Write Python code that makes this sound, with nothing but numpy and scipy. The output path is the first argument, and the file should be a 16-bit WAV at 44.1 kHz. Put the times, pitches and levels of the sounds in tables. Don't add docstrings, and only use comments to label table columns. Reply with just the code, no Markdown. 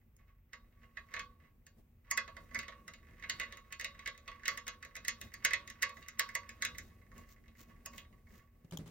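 import sys
import numpy as np
from scipy import signal
from scipy.fft import rfft, irfft, next_fast_len
from scipy.io import wavfile
from scipy.ndimage import uniform_filter1d

SR = 44100
rng = np.random.default_rng(int(sys.argv[2]) if len(sys.argv) > 2 else 0)


def waveform_to_disk(signal):
    frames = np.transpose(np.atleast_2d(signal))
    scaled = np.clip(frames, -1, 1) * 32767
    samples = np.round(scaled).astype(np.int16)
    wavfile.write(sys.argv[1], SR, samples)


N = 392798
TIME = np.arange(N) / SR
RING_SAMPLES, CONTACT_SAMPLES = 32768, 1024
MIC_LAG_S = np.array([[0], [5.6e-5]])

# start_s, level_db, hardness_db_per_octave, weight_db, rim_clink_db
FITTING_KNOCKS = [(0.166, -61, 14.5, 0, -8), (0.5322, -43, -4.5, 6.5, -2), (0.9707, -37, -10, 3, 0),
                  (1.139, -35, -6, 4, -1), (1.1641, -37, -10.5, 4, -1), (1.1938, -38, -6, 4, -1),
                  (1.6665, -52, 3.5, 7, 4.5), (2.1118, -24.5, 4.0, 6, -3), (2.175, -25, -1.5, -1, -2),
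                  (2.2782, -46, -8.5, 12.5, -2), (2.367, -44.5, -5, 13.5, -2.5), (2.511, -54, -8.5, 8, -8),
                  (2.5463, -35.5, -3.5, 2.5, -6.5), (2.555, -30.5, -11.5, 4, -9), (2.59, -35, -1, 2.5, 2),
                  (2.6312, -43, -5, 5.5, 2.5), (2.6815, -42, -6, 5.5, 1), (2.7224, -49, -10.5, 10, -2.5),
                  (2.8796, -42.5, 0.5, 10.5, -2.5), (2.9365, -49, 0.5, 8, 7),
                  (3.197, -54.5, -2.5, 0.5, -4.5), (3.2245, -44.5, -6.5, 6, 1.5),
                  (3.237, -41, -14, 4, -5.5), (3.2969, -28.5, -0.5, -3, 4.5), (3.3983, -32.5, -2, 5.5, 4.5),
                  (3.4136, -37, -5, 7, 6.5), (3.432, -39.5, -6.5, 1.5, -4), (3.524, -43.5, 0.5, 10, 6.5),
                  (3.572, -48.5, 2.5, 13.5, 7.5), (3.7247, -38.5, 0.5, -0.5, 3),
                  (3.7969, -36.5, 0, -0.5, 0.5), (3.8116, -36.5, 1.5, 8.5, 4.5),
                  (3.8452, -32, 0.0, 4.5, 5.5), (3.9923, -47.5, -3.5, 13, 2.5), (4.0596, -35, -7, -5, -2),
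                  (4.075, -34, -2, 7, 2), (4.1773, -52.5, 2.5, 9.5, 6), (4.2783, -41.5, -5, 11, 3),
                  (4.315, -48, -8.5, 5.5, -2.5), (4.4331, -45.5, -10, 2.5, -6), (4.456, -35, -6, -5, -1.5),
                  (4.4802, -24.5, 2.0, 4, 2.5), (4.575, -36, 1.5, 4.5, 0.5), (4.668, -41.5, -1, 9, 3),
                  (4.6798, -34.5, 1.5, 6.5, 4.5), (4.8268, -43, -3, 5, -1.5), (4.8495, -45.5, 1.5, 13, 0.5),
                  (4.9534, -41, -2.0, 1.5, -2), (4.9658, -41, 2.5, 9, 5), (5.049, -39, 0.5, -1, -0.5),
                  (5.082, -24.5, 3.5, 3.5, 6.5), (5.214, -38, 5.5, 6.5, 8), (5.3395, -41, 3, 0, -2),
                  (5.449, -20, -0.5, -2, -3), (5.5077, -32, -5.5, 4, -5.5), (5.5337, -24, -4, 0.5, 0),
                  (5.676, -43.5, 1, -4.5, 2.5), (5.7003, -41, 1, -2, -0.5), (5.8234, -28, 1.0, -1.5, -1.5),
                  (5.829, -23.5, 1, 3.5, 0), (5.893, -47.5, -1.5, 6, 0), (5.9689, -49.5, -4.5, 9.5, -3.5),
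                  (6.026, -52, -2, -1, 9.5), (6.0846, -40, 3.5, 3.5, 0), (6.195, -21, 6, 8, 4.5),
                  (6.2896, -42.5, -2.5, 2.5, -7), (6.3518, -27, 1, 6, -3), (6.4917, -42.5, -1, 3, -1.5),
                  (6.6224, -28.5, -1.5, 1, 0), (6.6498, -28.5, -1, -6.5, -0.5), (6.748, -50.5, -6, -1, 1),
                  (6.7837, -36.5, 5.5, 1.5, 0), (7.015, -63, -11, 11, -5.5), (7.1162, -55.5, -9, 14, -10),
                  (7.1803, -52, 4.5, 16, -2.5), (7.4809, -62.5, -2, 10.5, 7), (7.8602, -36, 7.0, 13.5, 1.5),
                  (7.9341, -54.5, -3, 16.5, 0), (7.9803, -43, 4, 8.5, 13.5),
                  (8.1265, -64.5, -5.5, 14.5, 0.5), (8.2679, -63, -13, 12, -13.5)]
PANEL_HZ, PANEL_TWIN_HZ, CLACK_HZ, CLACK_TWIN_HZ, PING_HZ = 1104, 1137, 1909, 2019, 2811
# pitch_hz, level_db, t60_s, left_minus_right_db
FRAME_MODES = [(496, -29, 0.5935, -2), (565, -28, 0.4232, 4), (966.5, -24.5, 0.2667, -10),
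               (PANEL_HZ, -15, 0.3786, -6), (PANEL_TWIN_HZ, -13.5, 0.30474, -6.5),
               (1264.5, -17.5, 0.1621, -6.5), (1314.5, -28.5, 0.2385, -16.5), (1515, -18.5, 0.2585, 5.5),
               (1629.5, -10.5, 0.1398, 6), (1737.5, -8.5, 0.0726, -17), (1862, -7, 0.1281, -7.5),
               (CLACK_HZ, -9, 0.078, 5.1), (CLACK_TWIN_HZ, -1.1, 0.11957, -7.5), (2099, -2.5, 0.1236, -2),
               (2209, -6, 0.1286, -2), (2539, -8.5, 0.1462, -1), (PING_HZ, -11, 0.1382, -1.4),
               (3314, -20, 0.0798, -1), (3771, -25, 0.3821, 2), (3961.5, -10, 0.1012, -2),
               (4511, -18.5, 0.1717, -9.5), (5190, -20.5, 0.0097, -2), (6501, -22, 0.1101, -9.5),
               (6716.5, -13, 0.134, 4.5), (7506, -37.5, 0.2882, -17), (8659, -24.5, 0.155, 9),
               (10956, -44.5, 0.1693, -12.5), (14193.5, -22.5, 0.0019, 5)]
# pitch_hz, level_db, t60_s
SHEET_MODES = [(307, -26.5, 0.57), (599.93, -7, 0.12), (878.2, -23, 0.09), (1317.2, -10.5, 0.29),
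               (1850.3, 0.5, 0.063), (2198, -5.5, 0.1315), (4117.8, -13, 0.20896), (6640, -10.5, 0.13652),
               (7488.6, -14.5, 0.05503), (11016, -23, 0.025), (14640, -36, .08)]
# frequency_hz, level_db
CRACK_SPECTRUM = [(600, -23.5), (1300, -3.5), (1950, 13), (2700, -4), (4500, 0.5), (6800, 3), (8500, -1),
                  (12000, -14.5), (14500, -9.5)]
# time_s, scrape_db, hum_db
HAND_EFFORT = [(0.0, -93.5, -76), (0.43, -86.5, -78), (1.1, -68.5, -70), (1.46, -91.5, -75.5),
               (2.11, -90, -75), (2.23, -73, -71), (2.44, -74, -67), (2.99, -74, -70.5), (3.42, -63, -67.5),
               (3.64, -66.5, -70), (4.96, -71, -70.5), (5.48, -65, -67), (6.06, -67, -73),
               (6.59, -62.5, -68), (6.9, -78, -66.5), (7.5, -73.5, -72), (7.86, -73, -68.5),
               (8.6, -83, -73.5)]
# middle_s, length_s, scrape_db, hiss_db, hum_db
GRIP_SLIDES = [(0.205, 0.0253, -66, -90, -81), (0.288, 0.0326, -69, -94, -78.5),
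               (0.838, 0.0324, -66, -81, -72.5), (1.12, 0.022, -62, -76, -76),
               (1.199, 0.08047, -69, -87, -61), (1.44, 0.05, -68, -94, -82),
               (1.79, 0.0337, -78.5, -100, -64.5), (2.075, 0.035, -64, -95, -80.5),
               (2.429, 0.08606, -84.5, -77, -66), (2.579, 0.07977, -60, -69, -58.5),
               (2.799, 0.0877, -77.5, -96.5, -70), (3.118, 0.1433, -67.5, -95, -70.5),
               (3.373, 0.1274, -66, -73.5, -62), (3.991, 0.0997, -63.5, -85, -76),
               (4.523, 0.0667, -59, -64, -72), (5.244, 0.06286, -79.5, -67, -55),
               (5.428, 0.008, -54, -80, -72), (5.991, 0.06764, -71, -67.5, -62.5),
               (6.277, 0.0771, -58.5, -70, -70.5), (6.81, 0.161, -75, -69, -60),
               (7.192, 0.06617, -65, -68, -58), (7.311, 0.03812, -71.5, -61, -72),
               (7.61, 0.04279, -60, -58, -63.5), (7.697, 0.03658, -70.5, -76.5, -66.5),
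               (7.97, 0.05494, -60.5, -58.5, -62.5), (8.348, 0.0832, -64, -67, -60)]
# frequency_hz, level_db
HANDLING_SPECTRUM = [(50, -15.5), (110, -2.5), (145, -11.5), (164, 0.5), (180, -6.5), (215, -4), (234, 5.5),
                     (255, -8.5), (400, -13), (700, -20), (1500, -41)]
# start_s, thump_db, decay_s, rustle_db
SLEEVE_BRUSHES = [(8.645, -49, 0.00824, -67), (8.721, -38.5, 0.007988, -49), (8.732, -39.5, 0.02676, -57),
                  (8.790, -42, 0.04066, -62), (8.858, -55.5, 0.1386, -63)]
# start_s, level_db
SLEEVE_TICKS = [(8.71, -42.5), (8.772, -32), (8.785, -46), (8.876, -48)]
# frequency_hz, level_db
ROOM_SPECTRUM = [(25, -5), (40, 6), (75, -2), (115, -5.5), (220, -20.5), (400, -38), (800, -36),
                 (2500, -36.5), (7000, -70.5), (11000, -72), (14500, -65.5), (16000, -51.5)]


def fitting_knocks(ring, level_db=1.2, lead_s=.0007, contact_s=.0013, pivot_hz=2535.6, top_hz=10987):
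    out = np.zeros((2, N))
    for start_s, db, hardness, weight_db, clink_db in FITTING_KNOCKS:
        tilt = lambda hz: hardness * np.log2(hz / pivot_hz)
        panel = [(600, weight_db - 4), (1150, weight_db - 4), (1600, 0), (2200, 0)]
        rim = [(2750, clink_db - 1), (3900, clink_db + 2)]
        treble = [(5000, tilt(5000)), (7000, tilt(7000) + 1),
                  (top_hz, tilt(top_hz) - 2), (14000, tilt(top_hz) + 3)]
        length_s = contact_s * 2 ** (-hardness / 20)
        force = colour(contact_force(length_s), panel + rim + treble)
        knock = drive(ring, force)
        power = uniform_filter1d((knock ** 2).mean(axis=0), size=132)
        peak = np.sqrt(2 * power.max())
        add(out, start_s - lead_s - CONTACT_SAMPLES / 2 / SR, knock * undb(db + level_db) / peak)
    return out


def contact_force(length_s, slide_db=-17, slide_s=0.002996, evenness=0.27):
    t = (np.arange(CONTACT_SAMPLES) - CONTACT_SAMPLES // 2) / SR
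    age = np.maximum(t, 0) / length_s
    rebounds = age ** 2 * np.exp(2 - 2 * age)
    slide = undb(slide_db) * np.exp(np.minimum(t, 0) / slide_s - age)
    force = rfft(rng.standard_normal(CONTACT_SAMPLES) * (rebounds + slide))
    power = uniform_filter1d(np.abs(force) ** 2, size=7)
    return irfft(force / power ** (evenness / 2))


def frame_ring(sheet_db=-5, crack_db=-5, scatter=0.8686):
    t = np.arange(RING_SAMPLES) / SR
    age = np.maximum(t - MIC_LAG_S, 0)
    sides = np.array([[.5], [-.5]])
    modes = 0
    for k, (hz, db, t60, pan_db) in enumerate(FRAME_MODES):
        phase = np.pi * k + scatter * hz / 2000 * rng.standard_normal() * sides
        decay = np.exp(-np.log(1000) * age / t60)
        modes += undb(db + pan_db * sides) * np.sin(2 * np.pi * hz * age + phase) * decay
    crack = colour(np.sinc((t - MIC_LAG_S) * SR - 4), CRACK_SPECTRUM)
    return unit(modes) + undb(sheet_db) * unit(sheet_ring(t)) + undb(crack_db) * unit(crack)


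def sheet_ring(t, diffuse_db=4):
    f = np.fft.rfftfreq(RING_SAMPLES, 1 / SR)
    direct = rfft(rng.standard_normal(RING_SAMPLES)) * np.exp(-2j * np.pi * f * MIC_LAG_S)
    diffuse = rfft(rng.standard_normal((2, RING_SAMPLES))) * undb(diffuse_db)
    edges_hz = np.geomspace(250, 17000, 25)
    sheet = 0
    for lo, hi in zip(edges_hz, edges_hz[1:]):
        hz = np.sqrt(lo * hi)
        band = irfft((direct + diffuse) * ((f >= lo) & (f < hi)))
        decay = np.exp(-np.log(1000) * t / at_hz(hz, SHEET_MODES, column=2))
        sheet += unit(band * decay) * undb(at_hz(hz, SHEET_MODES)) * np.sqrt(hi - lo)
    return sheet


def finger_damping(ring, above_hz=7200, damp_s=0.033):
    treble = signal.sosfiltfilt(signal.butter(8, above_hz, "high", fs=SR, output="sos"), ring)
    return ring - treble * (1 - np.exp(-np.arange(RING_SAMPLES) / SR / damp_s))


def thread_scrape(ring, turning_db=-3, uneven_db=3):
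    slips = impulses(per_s=420, spread_db=5) * rng.choice([-1, 1], N)
    slips *= undb(uneven_db * wander(rate_hz=22))
    slips = colour(slips, [(500, 7), (1100, 5.5), (2000, -6), (3000, -2), (7000, -18.5), (14000, -29)])
    effort = effort_gain(column=1) * undb(turning_db) + slide_gain(column=2) + fitting_drag()
    return drive(ring, slips * effort) / drive(ring, slips).std()


def fitting_drag(drag_db=-35, rise_s=.0075, fall_s=0.0527, approach_db=-23, approach_s=0.007858):
    jolts = np.zeros(N)
    for start_s, db, *_ in FITTING_KNOCKS:
        jolts[int(start_s * SR)] += undb(db)
    fade = lambda x, time_s: signal.lfilter([1], [1, -np.exp(-1 / (time_s * SR))], x)
    approach = fade(jolts[::-1], approach_s)[::-1]
    drag = fade(jolts, fall_s) - fade(jolts, rise_s)
    return undb(approach_db) * approach + undb(drag_db) * drag


def nut_ticks(ring, gain_db=13):
    taps = impulses(per_s=14, spread_db=3) * effort_gain(column=1)
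    tick = colour(ring, [(600, -1), (1150, -4.5), (2000, -4), (4000, -12), (9000, -16)])
    return drive(tick / np.abs(tick).max(), taps) * undb(gain_db)


def fingertips(turning_db=-15, grain_db=4):
    grain = stereo_noise(apart_hz=5007.3) * undb(grain_db * wander(rate_hz=360))
    hiss = colour(grain, [(1000, -12.5), (2500, 0), (4000, 2), (7000, 4.5),
                          (9000, -9.5), (12000, -5), (14500, 5)])
    return unit(hiss) * (effort_gain(column=1) * undb(turning_db) + slide_gain(column=3))


def handling(rest_db=2, bench_rest_db=3, bench_lean_db=-3, uneven_db=2):
    push = stereo_noise(apart_hz=791) * undb(uneven_db * wander(rate_hz=16))
    hum = unit(colour(push, HANDLING_SPECTRUM))
    bench = shaped_noise([(25, -5.5), (40, 7), (55, 1.5), (78, 7.5), (120, -4.5), (250, -43.5)],
                         apart_hz=1983)
    resting = effort_gain(column=2) * undb(rest_db)
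    leaning = slide_gain(column=4)
    bench_gain = np.hypot(resting * undb(bench_rest_db), leaning * undb(bench_lean_db))
    return hum * np.hypot(resting, leaning) + bench * bench_gain


def sleeve(rise_s=0.002052, tick_s=0.0016734, boom_hz=160, boom_db=1, thud_db=-4):
    thud = shaped_noise([(40, -8.5), (110, 4), (165, -2), (260, -5), (450, -10),
                         (1000, -29.5), (3000, -48.5)], apart_hz=906)
    rustle = shaped_noise([(300, 1), (1000, 3.5), (3000, -3), (8000, -9.5), (15000, -19)],
                          apart_hz=1504.8)
    snap = shaped_noise([(1000, -2), (2400, -20.5), (3100, 7.5), (4500, -15.5), (6500, 2),
                         (9000, -16.5), (14000, -7.5)], apart_hz=3000)
    out = np.zeros((2, N))
    for start_s, thump_db, decay_s, rustle_db in SLEEVE_BRUSHES:
        age = np.maximum(TIME - start_s, 0)
        envelope = np.minimum(age / rise_s, 1) * np.exp(-age / decay_s)
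        thump = undb(thud_db) * thud - undb(boom_db) * np.sin(2 * np.pi * boom_hz * age)
        out += envelope * (undb(thump_db) * thump + undb(rustle_db) * rustle)
    for start_s, db in SLEEVE_TICKS:
        age = np.clip((TIME - start_s) / tick_s, 0, 50)
        out += age * np.exp(-age) * undb(db) * snap
    return out


def room_tone(level_db=-66, swell_db=1):
    return shaped_noise(ROOM_SPECTRUM, apart_hz=1200) * undb(level_db + swell_db * wander(rate_hz=2))


def top_hiss(level_db=-88):
    spectrum = [(10000, -30.5), (12000, -17.5), (13300, -1.5), (14500, 0.5), (16000, 0.5), (17500, -30)]
    return unit(colour(rng.standard_normal(N), spectrum)) * undb(level_db)


def effort_gain(column):
    rows = np.array(HAND_EFFORT)
    return undb(np.interp(TIME, rows[:, 0], rows[:, column]))


def slide_gain(column):
    return sum(undb(row[column]) * np.exp(-2 * ((TIME - row[0]) / row[1]) ** 2) for row in GRIP_SLIDES)


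def drive(ring, force):
    return signal.fftconvolve(ring, force[None], axes=1)[:, :N]


def impulses(per_s, spread_db):
    return (rng.random(N) < per_s / SR) * undb(spread_db * rng.standard_normal(N))


def wander(rate_hz):
    knots = rng.standard_normal(N // 100)
    return np.interp(TIME * rate_hz, np.arange(len(knots)), knots)


def stereo_noise(apart_hz):
    mid, difference = rng.standard_normal((2, N))
    side = signal.sosfilt(signal.butter(1, apart_hz, "high", fs=SR, output="sos"), difference)
    return np.array([mid + side, mid - side])


def shaped_noise(spectrum, apart_hz):
    return unit(colour(stereo_noise(apart_hz), spectrum))


def colour(x, spectrum):
    n = next_fast_len(x.shape[-1], real=True) * 2
    gain = undb(at_hz(np.arange(n // 2 + 1) * SR / n, spectrum))
    cepstrum = irfft(np.log(gain))
    cepstrum[1:n // 2] *= 2
    cepstrum[n // 2 + 1:] = 0
    return irfft(rfft(x, n) * np.exp(rfft(cepstrum)))[..., :x.shape[-1]]


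def at_hz(hz, table, column=1):
    rows = np.array(table)
    return np.interp(np.log(hz + 1), np.log(rows[:, 0]), rows[:, column])


def add(out, start_s, sound):
    start = max(int(start_s * SR), 0)
    part = sound[..., :max(N - start, 0)]
    out[:, start:start + part.shape[-1]] += part


def undb(db):
    return 10 ** (np.asarray(db) / 20)


def unit(x):
    return x / np.sqrt(np.mean(x ** 2))


def scene():
    ring = finger_damping(frame_ring())
    metal = fitting_knocks(ring) + thread_scrape(ring) + nut_ticks(ring)
    return metal + fingertips() + handling() + sleeve() + room_tone() + top_hiss()


def record(dry, low_cut_hz=22, high_cut_hz=16000):
    dry = signal.sosfilt(signal.butter(2, low_cut_hz, "high", fs=SR, output="sos"), dry)
    return signal.sosfilt(signal.ellip(8, .2, 70, high_cut_hz, fs=SR, output="sos"), dry)


dry = scene()
out = record(dry)
waveform_to_disk(out)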